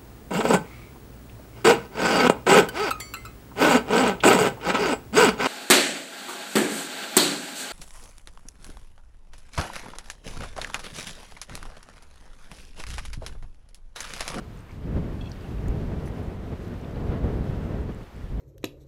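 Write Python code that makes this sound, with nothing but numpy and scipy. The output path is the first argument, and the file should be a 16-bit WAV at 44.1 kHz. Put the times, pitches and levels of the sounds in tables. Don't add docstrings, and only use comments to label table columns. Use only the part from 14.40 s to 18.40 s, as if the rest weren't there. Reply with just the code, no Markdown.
import sys
import numpy as np
from scipy import signal
from scipy.fft import rfft, irfft
from scipy.io import wavfile
from scipy.ndimage import uniform_filter1d

SR = 44100
rng = np.random.default_rng(int(sys.argv[2]) if len(sys.argv) > 2 else 0)


def waveform_to_disk(signal):
    frames = np.transpose(np.atleast_2d(signal))
    scaled = np.clip(frames, -1, 1) * 32767
    samples = np.round(scaled).astype(np.int16)
    wavfile.write(sys.argv[1], SR, samples)


def volts(x):
    e = np.asarray(x, float) / 20
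    return 10 ** e


N = 176400

# time in seconds, level in dB, extra brightness in dB.
GUSTS = [(0, -43.5, 2), (.1, -38, -4.5), (.27, -41.5, -9), (.42, -35, -3.5), (.48, -28, -4.5),
         (.62, -27, -2.5), (.86, -32, -2.5), (1, -38, 0.5), (1.26, -29.5, -2.5), (1.55, -29, 1.5),
         (2.07, -34.5, 2.5), (2.5, -35.5, 5), (2.68, -27, 1.5), (3.38, -28.5, 0.5), (3.46, -31.5, -1.5),
         (3.62, -39, 5), (3.72, -44, 0.5), (4, -28.5, -3.5)]
# middle in seconds, strength in dB, length in seconds.
EDDIES = [(0.574, 6.5, 0.027), (0.482, 2, 0.043), (0.79, -1.5, 0.049), (1.3, -1, 0.026), (1.274, 2.5, 0.05),
          (1.3, 2.5, 0.032), (2.125, 5, 0.021), (2.33, 3, 0.037), (2.57, 3, 0.013), (3.3, 1, 0.038),
          (2.845, 4.5, 0.026), (3.6, 0.5, 0.034), (1.6, 0, 0.14), (3.735, -3.5, 0.03), (3.77, 4, 0.03),
          (3.69, -7, 0.027), (3.62, 3.5, .025), (3.5, 5.5, 0.029), (3.885, -5.5, 0.027),
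          (3.51, -3.5, 0.028), (1.2, -1.5, 0.067), (2.25, -1.5, 0.042), (1.94, -2, 0.013),
          (0.966, -3.5, 0.041), (3.4, -0.5, 0.04), (3.66, -7, 0.042), (3.5, 5.5, 0.022), (.285, -16, 0.012)]
# frequency in Hz, level in dB per Hz.
WIND_COLOUR = [(18, -9.5), (35, -1), (90, -2), (200, -7), (500, -18), (1000, -29.5), (2000, -39),
               (5000, -57)]
# frequency in Hz, share (1 = fully).
GUST_SHARE = [(30, 0.65), (150, 1.05), (500, 1.14), (1500, 1.13), (5000, 1.13)]
# middle in seconds, peak in dB, pitch in Hz, length in seconds.
THUMPS = [(0.499, -25, 54.6, 0.017), (1.169, -27, 52, 0.029), (3.405, -25.5, 72.4, 0.017),
          (3.848, -27.5, 50, .008), (3.912, -25, 40, 0.0074), (0.563, -14.5, 74.6, 0.0056),
          (1.298, -22, 44.4, 0.011), (2.125, -33, 78.6, 0.015), (2.698, -19, 67, 0.0074),
          (2.723, -22.5, 125, 0.013), (2.842, -15.5, 59.7, 0.011), (2.87, -15.5, 74.6, 0.0065),
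          (2.955, -17, 52.4, 0.016), (3.01, -14, 91, 0.0018), (3.098, -18.5, 109, 0.0057),
          (3.175, -22, 60, 0.013), (3.97, -22.5, 51.7, 0.034)]
# frequency in Hz, level in dB per Hz.
ROAR_COLOUR = [(40, -9), (200, -0.5), (700, -4.5), (1500, -8.5), (3000, -15.5), (6000, -25), (9000, -30),
               (15500, -31.5)]
# time in seconds, level in dB.
SURGES = [(0, 0.5), (.25, -1), (.5, 0), (.8, 0), (1.02, 2.5), (1.2, 1.5), (1.45, 0.5), (1.68, 1.5),
          (2.05, -0.5), (2.3, 0.5), (2.55, 0.5), (2.75, -0.5), (3.1, 1.5), (3.45, -0.5), (3.65, 0),
          (3.85, -1.5), (4, -2)]
# start in seconds, peak in dB, pitch in Hz, time to fall 60 dB in seconds.
TICKS = [(.174, -53, 7100, .008), (.191, -51, 6260, .006), (.1915, -54, 9500, .005), (.205, -56, 8500, .01),
         (.310, -56, 7000, .004), (.316, -50, 5000, 0.0067), (.933, -56, 5700, .006),
         (.857, -56, 6000, .004), (.818, -55, 6300, .006), (1.252, -58, 5400, .006),
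         (1.2812, -53, 9000, .003), (1.2818, -51, 11300, .003), (1.282, -52, 14500, .006),
         (1.6, -50, 4500, .006), (1.2835, -41.5, 6920, 0.0073), (1.72, -52, 3800, .006),
         (1.83, -57, 9000, .006), (2.280, -55, 6000, 0.0086), (2.281, -55, 12200, .006),
         (2.34, -54, 5500, .006), (2.395, -54, 9000, .003), (2.413, -51, 5950, .006),
         (2.51, -54, 6100, .006), (2.528, -61, 12500, .003), (3.415, -55, 8600, .005),
         (3.53, -55, 12500, .003), (3.547, -45, 7500, .003), (3.632, -57, 6560, .004),
         (3.763, -54, 8000, .005)]
# start in seconds, peak in dB, pitch in Hz, 60 dB fall in seconds.
KNOCKS = [(.293, -38, 2200, 0.013), (.293, -42, 1250, .012), (.18, -42, 1250, .02),
          (.309, -38, 2250, 0.013), (0.476, -52, 2620, .02), (1.258, -34, 1800, 0.014),
          (1.675, -31, 1400, 0.01), (1.675, -27, 2000, 0.0067), (1.952, -40, 1200, 0.0092),
          (.9175, -46, 7500, .006), (.896, -49, 6680, .014), (1.657, -51, 10200, .03),
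          (1.68, -55, 11000, .025), (.2, -46, 2750, .01), (.573, -41, 2160, .012), (.957, -43, 2300, .015),
          (.957, -46, 2950, .012), (1.01, -48, 4800, .012), (1.044, -39.5, 2850, .015),
          (1.045, -39, 1500, .015), (1.062, -46, 2600, .02), (1.183, -42, 2700, .015),
          (2.444, -40, 2500, .012), (2.446, -44, 3520, 0.011), (2.559, -43, 2890, .014),
          (2.559, -47, 4400, .01), (3.52, -47, 2900, .02)]
# pitch in Hz, peak in dB, time to fall 60 dB in seconds.
FLAKE_NOTES = [(4500, -28.5, 0.0095), (4930, -30.5, 0.0088), (5780, -33, 0.0078)]
# start in seconds, peak in dB.
CLINKS = [(.807, -50), (.810, -39), (.813, -42), (.818, -48), (.843, -47), (0.857, -44), (.859, -42),
          (.868, -46), (.871, -42.5), (0.874, -45), (.879, -52)]
# pitch in Hz, level in dB, time to fall 60 dB in seconds.
PLATE_NOTES = [(2655, -5.5, 0.035), (3310, -13, 0.14), (3360, 0, 0.021), (4200, -5.5, 0.017),
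               (5700, -22, .015), (8000, -28, .015)]
# pitch in Hz, level in dB, time to fall 60 dB in seconds.
CREAK_NOTES = [(5950, -7, .015), (7760, -6, .004), (9600, -6, .008), (12200, -9, .004), (4800, -9, .006),
               (13800, -9, .004)]
# start in seconds, peak in dB.
SNAPS = [(.175, -58), (.192, -60), (.3105, -58), (.8962, -47), (1.2815, -45), (1.6572, -55), (1.673, -56),
         (1.284, -54), (1.782, -57), (2.281, -55), (2.395, -56), (2.528, -57), (3.53, -57), (3.547, -53),
         (3.632, -58), (3.795, -53)]
# pitch in Hz, average (rms) level in dB.
WHINE = [(14805, -97), (14865, -98)]

SHARED_RATE, NEAR_RATE, OWN_RATE = 35, 24, 16
PLATE_CONTACT_CYCLES = 8


def wind():
    t = np.arange(N) / SR
    gust_s, gust_db, brightness_db = np.array(GUSTS).T
    gust = np.interp(t, gust_s, gust_db) + 29.5
    for s, db, length_s in EDDIES:
        gust = gust + db * np.exp(-2 * ((t - s) / length_s) ** 2)
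    gust = gust + 1.0 * walk(SHARED_RATE)
    bright = np.interp(t, gust_s, brightness_db)
    colour = WIND_COLOUR + [(9000, WIND_COLOUR[-1][1] - 20)]
    out = np.zeros(N)
    near = walk(NEAR_RATE)
    for hz, noise in bands(colour, 26.2, 6400, whistle_db=7):
        near = .7 * near + .7 * walk(NEAR_RATE)
        level = on_log(GUST_SHARE, hz) * gust
        level = level + bright * np.clip(np.log2(hz / 150) / 2, 0, 1)
        level = level + 1.3 * near + 1.0 * walk(OWN_RATE)
        out += even(noise, hz) * volts(level)
    return volts(-30) * out


def walk(rate):
    hold = int(SR / rate)
    steps = np.repeat(rng.standard_normal(N // hold + 1), hold)
    smooth = uniform_filter1d(uniform_filter1d(steps, hold), hold)
    return 0.95 * smooth[:N]


def on_log(table, hz):
    table_hz, value = np.array(table).T
    return np.interp(np.log(hz), np.log(table_hz), value)


def bands(colour, lo_hz, hi_hz, whistle_db=0):
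    f = np.maximum(np.arange(N // 2 + 1) * SR / N, 1)
    spec = rfft(rng.standard_normal(N)) * volts(on_log(colour, f)) * (f > 12)
    spec = spec * volts(whistle_db * np.exp(-((f - 424) / 9) ** 2))
    spec = spec / np.sqrt(np.mean(irfft(spec, N) ** 2))
    steps = np.arange(np.round(2 * np.log2(hi_hz / lo_hz)) + 1)
    place = np.clip(2 * np.log2(f / lo_hz), 0, steps[-1])
    slices = []
    for k in steps:
        share = np.cos(np.pi / 2 * np.clip(place - k, -1, 1)) ** 2
        slices.append((lo_hz * 2 ** (k / 2), irfft(spec * share, N)))
    return slices


def even(x, hz):
    power = uniform_filter1d(x ** 2, int(12 * SR / hz))
    return x * (np.mean(power) / power) ** (.6 / 2)


def thumps():
    t = np.arange(N) / SR
    out = np.zeros(N)
    for s, db, hz, length_s in THUMPS:
        push = np.exp(-((t - s) / length_s) ** 2)
        out += volts(db) * push * np.cos(2 * np.pi * hz * (t - s) + 2 * np.pi * rng.random())
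    return out


def lava():
    flicker_db = .9
    level = np.interp(np.arange(N) / SR, *np.array(SURGES).T)
    level = level + .3 * walk(1.5) + flicker_db * walk(SHARED_RATE)
    out = np.zeros(N)
    for _, noise in bands(ROAR_COLOUR, 56, 15360):
        out += noise * volts(level + flicker_db * walk(NEAR_RATE))
    return volts(-50.5) * out


def crust():
    return knocks() + plate() + flake() + ticks() + creak() + crackle() + snaps()


def knocks():
    out = np.zeros(N)
    for s, db, hz, t60 in KNOCKS:
        add(out, s, volts(db) * ring(hz, t60))
    return out


def plate():
    out = np.zeros(N)
    for s, db in CLINKS:
        for hz, note_db, t60 in PLATE_NOTES:
            level = db + note_db + 2.0 * rng.standard_normal()
            add(out, s, volts(level) * ring(hz, t60, PLATE_CONTACT_CYCLES))
    stuck_s, fade_s = .881, .004
    return out * np.exp(-np.maximum(np.arange(N) / SR - stuck_s, 0) / fade_s)


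def flake():
    out = np.zeros(N)
    for hz, db, t60 in FLAKE_NOTES:
        add(out, .9162, volts(db) * ring(hz, t60, PLATE_CONTACT_CYCLES))
    return out


def ticks():
    out = np.zeros(N)
    for s, db, hz, t60 in TICKS:
        add(out, s, volts(db + 4.5) * tick(hz, t60, snap_db=-27))
    return out


def creak():
    start_s, length_s, rate, fade_db_per_s = 1.657, .032, 690, 200
    out = np.zeros(N)
    for k in range(int(length_s * rate) + 1):
        jitter = rng.standard_normal()
        for hz, note_db, t60 in CREAK_NOTES:
            level = -50 + note_db + 4.0 * rng.standard_normal() - fade_db_per_s * k / rate
            add(out, start_s + (k + .3 * jitter) / rate, volts(level) * ring(hz * (1 + .015 * jitter), t60))
    return out


def crackle(count=900):
    lo_hz, hi_hz = 2380, 13100
    out = np.zeros(N)
    for moment, pitch, strength in rng.random((count, 3)):
        hz = lo_hz * (hi_hz / lo_hz) ** pitch
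        level = min(-72 - 4 * np.log(1 - strength), -58)
        x = np.sqrt(5000 / hz) * tick(hz, .006, snap_db=-7)
        add(out, moment * N / SR, volts(level) * x)
    return out


def snaps():
    out = np.zeros(N)
    for s, db in SNAPS:
        add(out, s, volts(db) * snap())
    return out


def tick(hz, t60, snap_db):
    x = ring(hz, t60) + volts(-6) * ring(hz * 1.26, t60)
    burst = snap()[:len(x)]
    x[:len(burst)] += volts(snap_db) * burst
    return x


def ring(hz, t60, contact_cycles=3):
    t = np.arange(int(t60 * SR) + 60) / SR
    swell = np.sin(np.pi / 2 * np.clip(t * hz / contact_cycles, 0, 1)) ** 2
    return swell * np.sin(2 * np.pi * min(hz, 15000) * t) * np.exp(-np.log(1000) * t / t60)


def snap():
    t = np.arange(120) / SR
    bright_noise = np.diff(rng.standard_normal(len(t) + 1))
    return bright_noise * np.exp(-t / 0.00049) / 2


def add(out, s, x):
    i = int(s * SR)
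    out[i:i + len(x)] += x[:N - i]


def whine():
    t = np.arange(N) / SR
    return sum(np.sqrt(2) * volts(db) * np.sin(2 * np.pi * hz * t) for hz, db in WHINE)


def scene():
    return (wind() + thumps() + lava() + crust() + whine())[None]


def top_cut(x):
    return signal.sosfilt(signal.butter(12, 15690, fs=SR, output="sos"), x)


def record(dry):
    soft = signal.sosfilt(signal.butter(4, 15100, fs=SR, output="sos"), dry)
    mix = signal.sosfilt(signal.ellip(10, .3, 60, 15680, fs=SR, output="sos"), soft)
    return top_cut(mix)


dry = scene()
out = record(dry)
waveform_to_disk(out)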